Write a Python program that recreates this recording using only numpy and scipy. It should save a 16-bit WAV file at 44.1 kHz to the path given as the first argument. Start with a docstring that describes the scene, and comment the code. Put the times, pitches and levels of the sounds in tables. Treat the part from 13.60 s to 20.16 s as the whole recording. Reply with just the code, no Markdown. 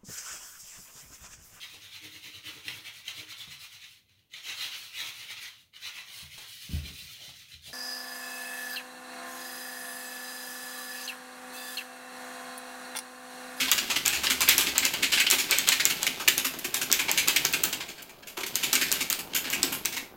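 """A small room: folded paper slips are shaken hard in a lidded plastic tub, with a lull after 4 s.
About eleven times a second the pile lands, by turns on the hollow base and on the lid, as a shower of
ticks with a soft thump. Stiff folded corners snap on the plastic; loose slips slide and tumble as long
as the hand keeps moving. Behind it lie faint room noise and a low hum that swells briefly."""
import sys
import numpy as np
from scipy import signal
from scipy.fft import irfft
from scipy.io import wavfile
from scipy.ndimage import uniform_filter1d

SR = 44100
rng = np.random.default_rng(int(sys.argv[2]) if len(sys.argv) > 2 else 0)


def to_wav(s):
    """Save 16-bit WAV."""
    ch = np.atleast_2d(s).T  # columns
    pcm = np.round(np.clip(ch, -1, 1) * 32767)  # PCM
    wavfile.write(sys.argv[1], SR, pcm.astype(np.int16))


N = 289296
SIZE = 8192  # samples per event
HZ = np.fft.rfftfreq(SIZE, 1 / SR)
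TOP = np.clip((HZ - 8000) / 4000, 0, 1)  # treble shelf, 0..1

# pile landings: t/s, face, clatter/dB, paper edges re clatter/dB, settling/s, thump/dB
LANDINGS = [ (.004, "lid", 3.5, -5.5, 0.018, -10.5), (.08, "base", -2, -22, 0.012, -31),
            (.116, "base", 6.5, -3.5, 0.0097, -24), (.18, "lid", 4, -7, 0.011, -19),
            (.301, "base", 3.5, -6, 0.017, -21), (.36, "lid", 4.5, -6, 0.014, -12),
            (.454, "base", 2.5, -4, 0.024, -29), (0.529, "lid", 4.5, -6.5, 0.023, -34),
            (.635, "base", 3.5, -4.5, 0.02, -16), (.67, "side", 3.5, -21, 0.005, -29),
            (.702, "lid", 5, -2.5, 0.014, -6.5), (.808, "base", 4.5, -2, 0.019, -19),
            (.879, "side", 3.5, -17, 0.0093, -17), (.887, "lid", 11, -7, 0.02, -24),
            (.981, "base", 6, -1, 0.023, -10), (1.065, "lid", 3, -7, 0.02, -10),
            (1.155, "base", -0.5, -28, 0.021, -22), (1.227, "lid", 3.5, -27, 0.018, -11),
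            (1.25, "side", 5, -5, 0.011, -18), (1.335, "base", -2, -7, 0.017, -19),
            (1.426, "lid", 7.5, -7, 0.017, -6.5), (1.521, "base", 8.5, -6.5, 0.021, -34),
            (1.575, "lid", 6, -12, 0.013, -32), (1.6, "side", 7.5, -6, 0.011, -29),
            (1.667, "side", 5.5, -30, 0.008, -24), (1.703, "side", 3.5, 1.5, 0.023, -19),
            (1.722, "base", 5.5, -17, 0.017, -8), (1.785, "lid", 4, -3, 0.02, -15),
            (1.89, "base", -8, -21, 0.025, -16), (1.911, "side", 6, -9, .024, -10),
            (1.926, "side", 5.5, -18, .007, -19), (1.981, "lid", 2.5, -10, 0.015, -12),
            (2.073, "base", 3.5, -4, .017, -17), (2.12, "lid", 8.5, -6.5, 0.012, -19),
            (2.2, "side", 4.5, -9, 0.0094, -30), (2.253, "base", -16, -12, 0.015, -18),
            (2.3, "lid", 2, -2.5, 0.014, -13), (2.417, "base", -5, -3, .021, -26),
            (2.468, "lid", 6, -7.5, 0.0072, -15), (2.6, "base", -6.5, -2, .014, -14),
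            (2.679, "lid", 11, -7, 0.0061, -9.5), (2.776, "base", -1.5, -1.5, 0.015, -22),
            (2.848, "lid", 1.5, -0.5, 0.014, -11), (2.938, "base", -16.5, -4, 0.0085, -16),
            (2.989, "side", -14.5, 5, 0.0056, -34), (3.045, "lid", -4, 0.5, 0.011, -10.5),
            (3.142, "base", -2.5, 3, 0.018, -22), (3.215, "lid", 0.5, -1, 0.011, -14),
            (3.302, "base", -11, -17, .006, -10), (3.318, "side", -9, -14, 0.03, -29),
            (3.393, "lid", 3.5, -4.5, .015, -14), (3.484, "base", 2.5, -10, 0.016, -10.5),
            (3.576, "side", 8, -4, 0.014, -23), (3.675, "base", 4, -3, 0.016, -8.5),
            (3.763, "lid", 7.5, -5, 0.0066, -14), (3.85, "base", -0.5, -6, 0.0058, -15),
            (3.936, "lid", 4, -4, .011, -12), (4.037, "base", -4.5, 4, 0.015, -13),
            (4.128, "lid", -1.5, -3, .012, -21), (4.205, "side", -3, -16, .013, -30),
            (4.284, "side", -10.5, -4, 0.019, -25), (4.379, "side", -14.5, -11, 0.0181, -36),
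            (4.424, "side", -20.5, 4.5, 0.0031, -36), (4.494, "side", -19, -4, 0.012, -41),
            (4.558, "side", -40, -15, 0.0054, -39), (4.629, "side", -19, -23, 0.0076, -43),
            (4.672, "side", -14, 0.5, 0.02, -34), (4.772, "base", -9.5, -0.5, 0.015, -10),
            (4.806, "side", -8.5, -4, 0.0095, -14), (4.835, "side", -4, -6.5, .006, -13),
            (4.864, "side", -9, 2, .011, -30), (4.955, "side", -12, 7.5, .012, -18),
            (5.031, "lid", 2, -0.5, 0.017, -13), (5.131, "base", 2.5, 0.5, 0.011, -11),
            (5.155, "side", 2.5, -3, 0.0085, -22), (5.213, "lid", 3.5, -2, .016, -9.5),
            (5.317, "base", -7.5, 6, 0.015, -15), (5.408, "lid", 0.5, -2.5, 0.01, -13),
            (5.502, "base", -2.5, 1, 0.012, -39), (5.591, "lid", -8, 1.5, 0.011, -19.5),
            (5.737, "side", -7.5, -27, 0.002, -30), (5.749, "side", 2, 2, 0.017, -16),
            (5.843, "lid", -2.5, -11, 0.026, -17), (5.902, "base", -11.5, 5, 0.016, -27),
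            (5.929, "lid", 2, -5, 0.013, -23), (6.03, "base", -15.5, 13, 0.017, -3.5),
            (6.123, "base", -7, 5, 0.016, -15), (6.252, "side", -7.5, -5, 0.0067, -19),
            (6.323, "side", -5, -2.5, 0.036, -27), (6.369, "lid", -4, -4, 0.01, -18)]
# spectra of struck wall, paper edges and flexing tub: f/Hz, level/dB
WALL_SPECTRUM = [(300, -26.5), (800, -19.5), (1300, -9), (1800, -5), (2250, 1), (3000, 2), (3700, 0),
                 (4500, -1), (5400, -5), (8000, -14.5), (16000, -20.5)]
EDGE_SPECTRUM = [(1500, -46), (3500, -32), (4500, -3.5), (5400, -5.5), (6700, 0.5), (7700, -2),
                 (9000, -6.5), (10500, -5.5), (12700, -2.5), (14500, -4), (16000, -14)]
FLEX_SPECTRUM = [(25, -25), (60, -5), (95, -8.5), (150, -2.5), (220, -1), (380, -0.5), (520, -8.5),
                 (800, -6.5), (1500, -13.5), (5000, -74)]


def landings(lead_s=.002, clack_db=4, clack_oct=0.53, spot_oct=0.17, ripple_db=2):
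    """The slips land in a quick shower, sounding the wall, their own edges and the hollow tub."""
    # hollow knock: f/Hz, level/dB
    knock_spectrum = [(150, -32), (300, -20), (480, -10.5), (650, -4.5), (900, 1), (1300, 0), (1700, -6),
                      (2600, -2), (6000, -38)]
    out, t = np.zeros(N), np.arange(SIZE) / SR
    wall, edges, knock = tub(WALL_SPECTRUM), curve(EDGE_SPECTRUM, HZ), tub(knock_spectrum)
    for at_s, face, db, crisp_db, settle_s, thump_db in LANDINGS:
        face_db, clack_hz, _ = tub_face(face)
        knock_db = face_db + 0.49 * db + 0.2 * thump_db
        rise_s = .22 * settle_s
        pile = (1 - np.exp(-t / rise_s)) ** 2 * np.exp(-t / settle_s)
        late_s = .9 * settle_s * (.5 + rng.random())
        stragglers = 0.58 * np.interp(t - late_s, t, pile)
        shower = np.hypot(pile, stragglers) * ticks(SIZE, per_s=2200, spread_db=1.5, scrape=0.31)
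        clack = wall + clack_db * bell(clack_hz * 2 ** (spot_oct * jitter()), clack_oct)
        flick = edges + 0.79 * crisp_db * TOP  # crisper landings reach higher
        colour = blend((clack, db), (flick, db + crisp_db), (knock, knock_db))
        colour += ripple_db * spot_ripple(bins=60)
        add(out, at_s - lead_s - rise_s / 2, np.linalg.norm(amp(colour)) * unit(through(shower, colour)))
    return out


def snaps(level_db=-0.5, buckle_s=0.00075, ring_s=0.026, ring_db=-7, lead_s=.0001):
    """Folded corners buckle on the plastic, each with its own stiffness; the wall rings on briefly."""
    # hard corner hits: t/s, level/dB, treble shelf/dB
    hard_hits = [(.116, 8, 3.5), (.461, 4.5, -9), (.48, 5.5, -8), (.807, 0, -5), (.819, 2, -7),
                 (.889, 9.5, 3), (.894, 10, -4), (.981, 8.5, 4), (1.181, 9.5, -4), (1.253, 4.5, -3),
                 (1.339, -5.5, 3), (1.702, 4, -6), (1.712, 9, -13), (1.911, 5, -5), (1.986, 5.5, -1),
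                 (2.089, 11, -4.5), (2.254, 11, -5), (2.431, 1.5, -9), (2.68, -11, -8), (2.685, 11.5, 1),
                 (2.78, 4, 0), (3.144, 1, -13), (3.316, 3, -11), (3.327, 11.5, -4.5), (3.515, 5, 2),
                 (3.684, 7.5, -3), (3.763, 0, 0), (3.852, 6, -6), (3.868, -6, 0), (3.928, -4.5, 6),
                 (4.035, 4, 15), (4.039, 5, -10), (4.956, 4, -15), (5.131, 5, -11), (5.154, 4, -11),
                 (5.317, 3, -13), (5.326, 3.5, -2), (5.501, 2.5, -1), (5.528, 3, -8), (5.902, -5, 4),
                 (6.031, 7.5, -10), (6.251, -9, -18), (6.257, 4, -7.5)]
    # buckling corner: f/Hz, level/dB
    corner_spectrum = [(300, -50.5), (1200, -8.5), (2500, -22), (3700, -6), (5200, -4), (6400, 2),
                       (7500, 2.5), (8600, -6), (10000, -8.5), (12700, 3), (14500, 3.5), (16500, -8.5)]
    # one lesser corner per landing, same columns
    soft_hits = [(at_s + .007 * rng.random(), db + crisp_db - 12.5 + 4 * jitter(), -6)
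                 for at_s, _, db, crisp_db, _, _ in LANDINGS]
    out, t, wall = np.zeros(N), np.arange(SIZE) / SR, tub(WALL_SPECTRUM)
    for at_s, db, top_db in hard_hits + soft_hits:
        corner = curve(corner_spectrum, HZ * np.exp(0.13 * jitter()))  # stiffness shifts the spectrum
        chatter = 0.38 * rng.standard_normal(SIZE) * np.exp(-t / buckle_s)
        push = (t == 0) + chatter
        crack = unit(through(push, corner + TOP * top_db + spot_ripple(bins=200)))
        ring = unit(through(rng.standard_normal(SIZE) * np.exp(-t / ring_s), wall))
        add(out, at_s - lead_s, amp(db + level_db) * (crack + amp(ring_db) * ring))
    return out


def thumps(level_db=-1, focus_db=18, focus_oct=0.4, spot_oct=0.23, damping_s=0.047):
    """The pile's weight rings the low modes of the struck face until the hand damps them."""
    out, body = np.zeros(N), tub(FLEX_SPECTRUM)
    grip = np.exp(-np.arange(SIZE) / SR / damping_s)
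    for at_s, face, _, _, settle_s, db in LANDINGS:
        _, _, thump_hz = tub_face(face)
        focus = focus_db * bell(thump_hz * 2 ** (spot_oct * jitter()), focus_oct)
        add(out, at_s + settle_s / 2, amp(db + level_db) * unit(grip * response(body + focus)))
    return out


def tumble(slide_db=-4, edges_db=-8, flex_db=1):
    """Loose slips patter along the wall while the tub flexes, damped by the hand."""
    # vigour of the shaking: t/s, sliding/dB, flexing/dB
    vigour = [(0.0, -28, -49.5), (0.33, -37, -49.5), (0.93, -34.5, -47.5), (1.35, -36, -48),
              (1.59, -38, -49.5), (2.08, -32, -48), (2.96, -43.5, -51.5), (3.71, -33.5, -48),
              (4.07, -38.5, -45.5), (4.48, -56, -60), (4.73, -57, -58), (5.01, -36, -49.5),
              (5.35, -31.5, -47.5), (5.63, -51, -52), (6.06, -36.5, -45), (6.56, -64, -56)]
    times_s, *levels_db = np.transpose(vigour)
    slide, flex = (amp(np.interp(np.arange(N) / SR, times_s, db)) for db in levels_db)
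    patter = slide * ticks(N, per_s=770, spread_db=-2.5, scrape=0.14)
    bumps = flex * ticks(N, per_s=130, spread_db=1.5, scrape=0.57)
    paper = blend((tub(WALL_SPECTRUM), 0), (curve(EDGE_SPECTRUM, HZ), edges_db))
    sliding = amp(slide_db) * through(patter, paper)
    return sliding + amp(flex_db) * through(bumps, curve(FLEX_SPECTRUM, HZ))


def ticks(count, per_s, spread_db, scrape):
    """Random contacts of uneven size over a little continuous scraping."""
    size = amp(spread_db * np.minimum(rng.exponential(1, count), 4))
    train = size * rng.choice([-1, 1], count) * (rng.random(count) < per_s / SR)
    return unit_rms(train) + scrape * rng.standard_normal(count)


def tub(spectrum):
    """A spectrum in dB with the tub's resonances on top."""
    # tub and lid modes: f/Hz, width/Hz, lift/dB
    modes = [(260.5, 20, 23), (346, 14, 3), (374, 17, 5.5), (547, 47, 7), (900, 16, 0.5), (1324, 29, 4),
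             (1568, 185, 6), (1785, 59, 3.5), (2210, 140, 1), (2240, 80, 1)]
    lift_db = sum(db / (1 + (2 * (HZ - hz) / width_hz) ** 2) for hz, width_hz, db in modes)
    return curve(spectrum, HZ) + lift_db


def tub_face(name):
    """How one face of the tub answers the pile."""
    # face, knock/dB, clack/Hz, thump/Hz
    faces = [("base", -1.5, 3000, 375), ("lid", -10, 2350, 292), ("side", -11, 2170, 400)]
    return next(row[1:] for row in faces if row[0] == name)


def spot_ripple(bins):
    """Each spot on the wall favours other frequencies: a smooth random ripple of rms 1."""
    noise = rng.standard_normal(len(HZ))
    return unit_rms(uniform_filter1d(uniform_filter1d(noise, bins), bins))


def room(x):
    """The tub keeps moving, so each 0.1 s meets other reflections."""
    out, step = np.zeros(N), SR // 10
    for start in range(0, N, step):
        add(out, start / SR, signal.fftconvolve(x[start:start + step], reflections()))
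    return out


def reflections(gap_s=.003, stride=20):
    """Sparse echoes of random sign, each band dying at its own rate."""
    # room decay: f/Hz, T60/s
    t60 = [(100, 0.068), (500, 0.44), (2500, 0.33), (7000, 0.28), (15000, 0.39)]
    count, taps = SIZE // 10, np.zeros(3 * SIZE)
    slots = round(gap_s * SR) + np.arange(count) * stride
    taps[slots + rng.integers(0, stride, count)] = rng.choice([-1, 1], count)
    hz, t, bands = signal.stft(taps, SR, nperseg=256)
    decay = amp(-60 * t / curve(t60, hz)[:, None])
    return unit(signal.istft(bands * decay, SR)[1])


def background(air_db=-56, hum_hz=70):
    """Quiet room noise and a low hum that swells briefly."""
    # room noise: f/Hz, level/dB
    air_spectrum = [(25, 7), (60, -2), (100, -2.5), (250, -13.5), (600, 3.5), (1200, -6), (2500, -17),
                    (5000, -66), (11000, -17), (16000, -8.5)]
    # hum: t/s, level/dB
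    hum_levels = [(0, -75), (.35, -70), (.5, -55.5), (1.15, -56.5), (1.35, -72), (6.56, -91)]
    t = np.arange(N) / SR
    hum_rms = amp(np.interp(t, *np.transpose(hum_levels)))
    hum = hum_rms * np.sqrt(2) * np.sin(2 * np.pi * hum_hz * t)
    return hum + amp(air_db) * through(rng.standard_normal(N), curve(air_spectrum, HZ))


def amp(db):
    return 10 ** (np.asarray(db) / 20)


def unit_rms(x):
    return x / np.sqrt(np.mean(x ** 2) + 1e-20)


def unit(x):
    return x / (np.linalg.norm(x) + 1e-20)


def jitter():
    return rng.uniform(-1, 1)


def curve(points, hz):
    """Interpolates over log frequency."""
    points_hz, values = np.transpose(points)
    return np.interp(np.log(hz + 1), np.log(points_hz + 1), values)


def bell(hz, width_oct):
    """Spectral hump of height 1."""
    return np.exp(-(np.log2((HZ + 1) / hz) / width_oct) ** 2)


def blend(*parts):
    """Power sum of (spectrum/dB, energy/dB) pairs, in dB."""
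    return 10 * np.log10(sum((amp(db) * unit(amp(spectrum))) ** 2 for spectrum, db in parts))


def response(spectrum_db):
    """Minimum-phase impulse response of energy 1."""
    log_gain = np.log(amp(np.concatenate([spectrum_db, spectrum_db[-2:0:-1]])))
    return unit(irfft(np.exp(np.conj(signal.hilbert(log_gain)))[:len(HZ)]))


def through(x, spectrum_db):
    return signal.oaconvolve(x, response(spectrum_db))[:len(x)]


def add(mix, at_s, sound):
    part = mix[max(round(at_s * SR), 0):][:len(sound)]
    part += sound[:len(part)]


def scene(wet_db=-5.5, snap_wet_db=-7):
    """The rattle in its room, mono; the snaps arrive more directly."""
    rattle = landings() + thumps() + tumble()
    cracks = snaps()
    reverb = room(amp(wet_db) * rattle + amp(snap_wet_db) * cracks)
    return (rattle + cracks + reverb + background())[None]


def record(dry, ceiling=.85, cutoff_hz=16050):
    """Hard clip, then low-pass."""
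    low_pass = signal.firwin(701, cutoff_hz, window=("kaiser", 8), fs=SR)
    return signal.oaconvolve(np.clip(dry, -ceiling, ceiling), low_pass[None], "same")


dry = scene()
out = record(dry)
to_wav(out)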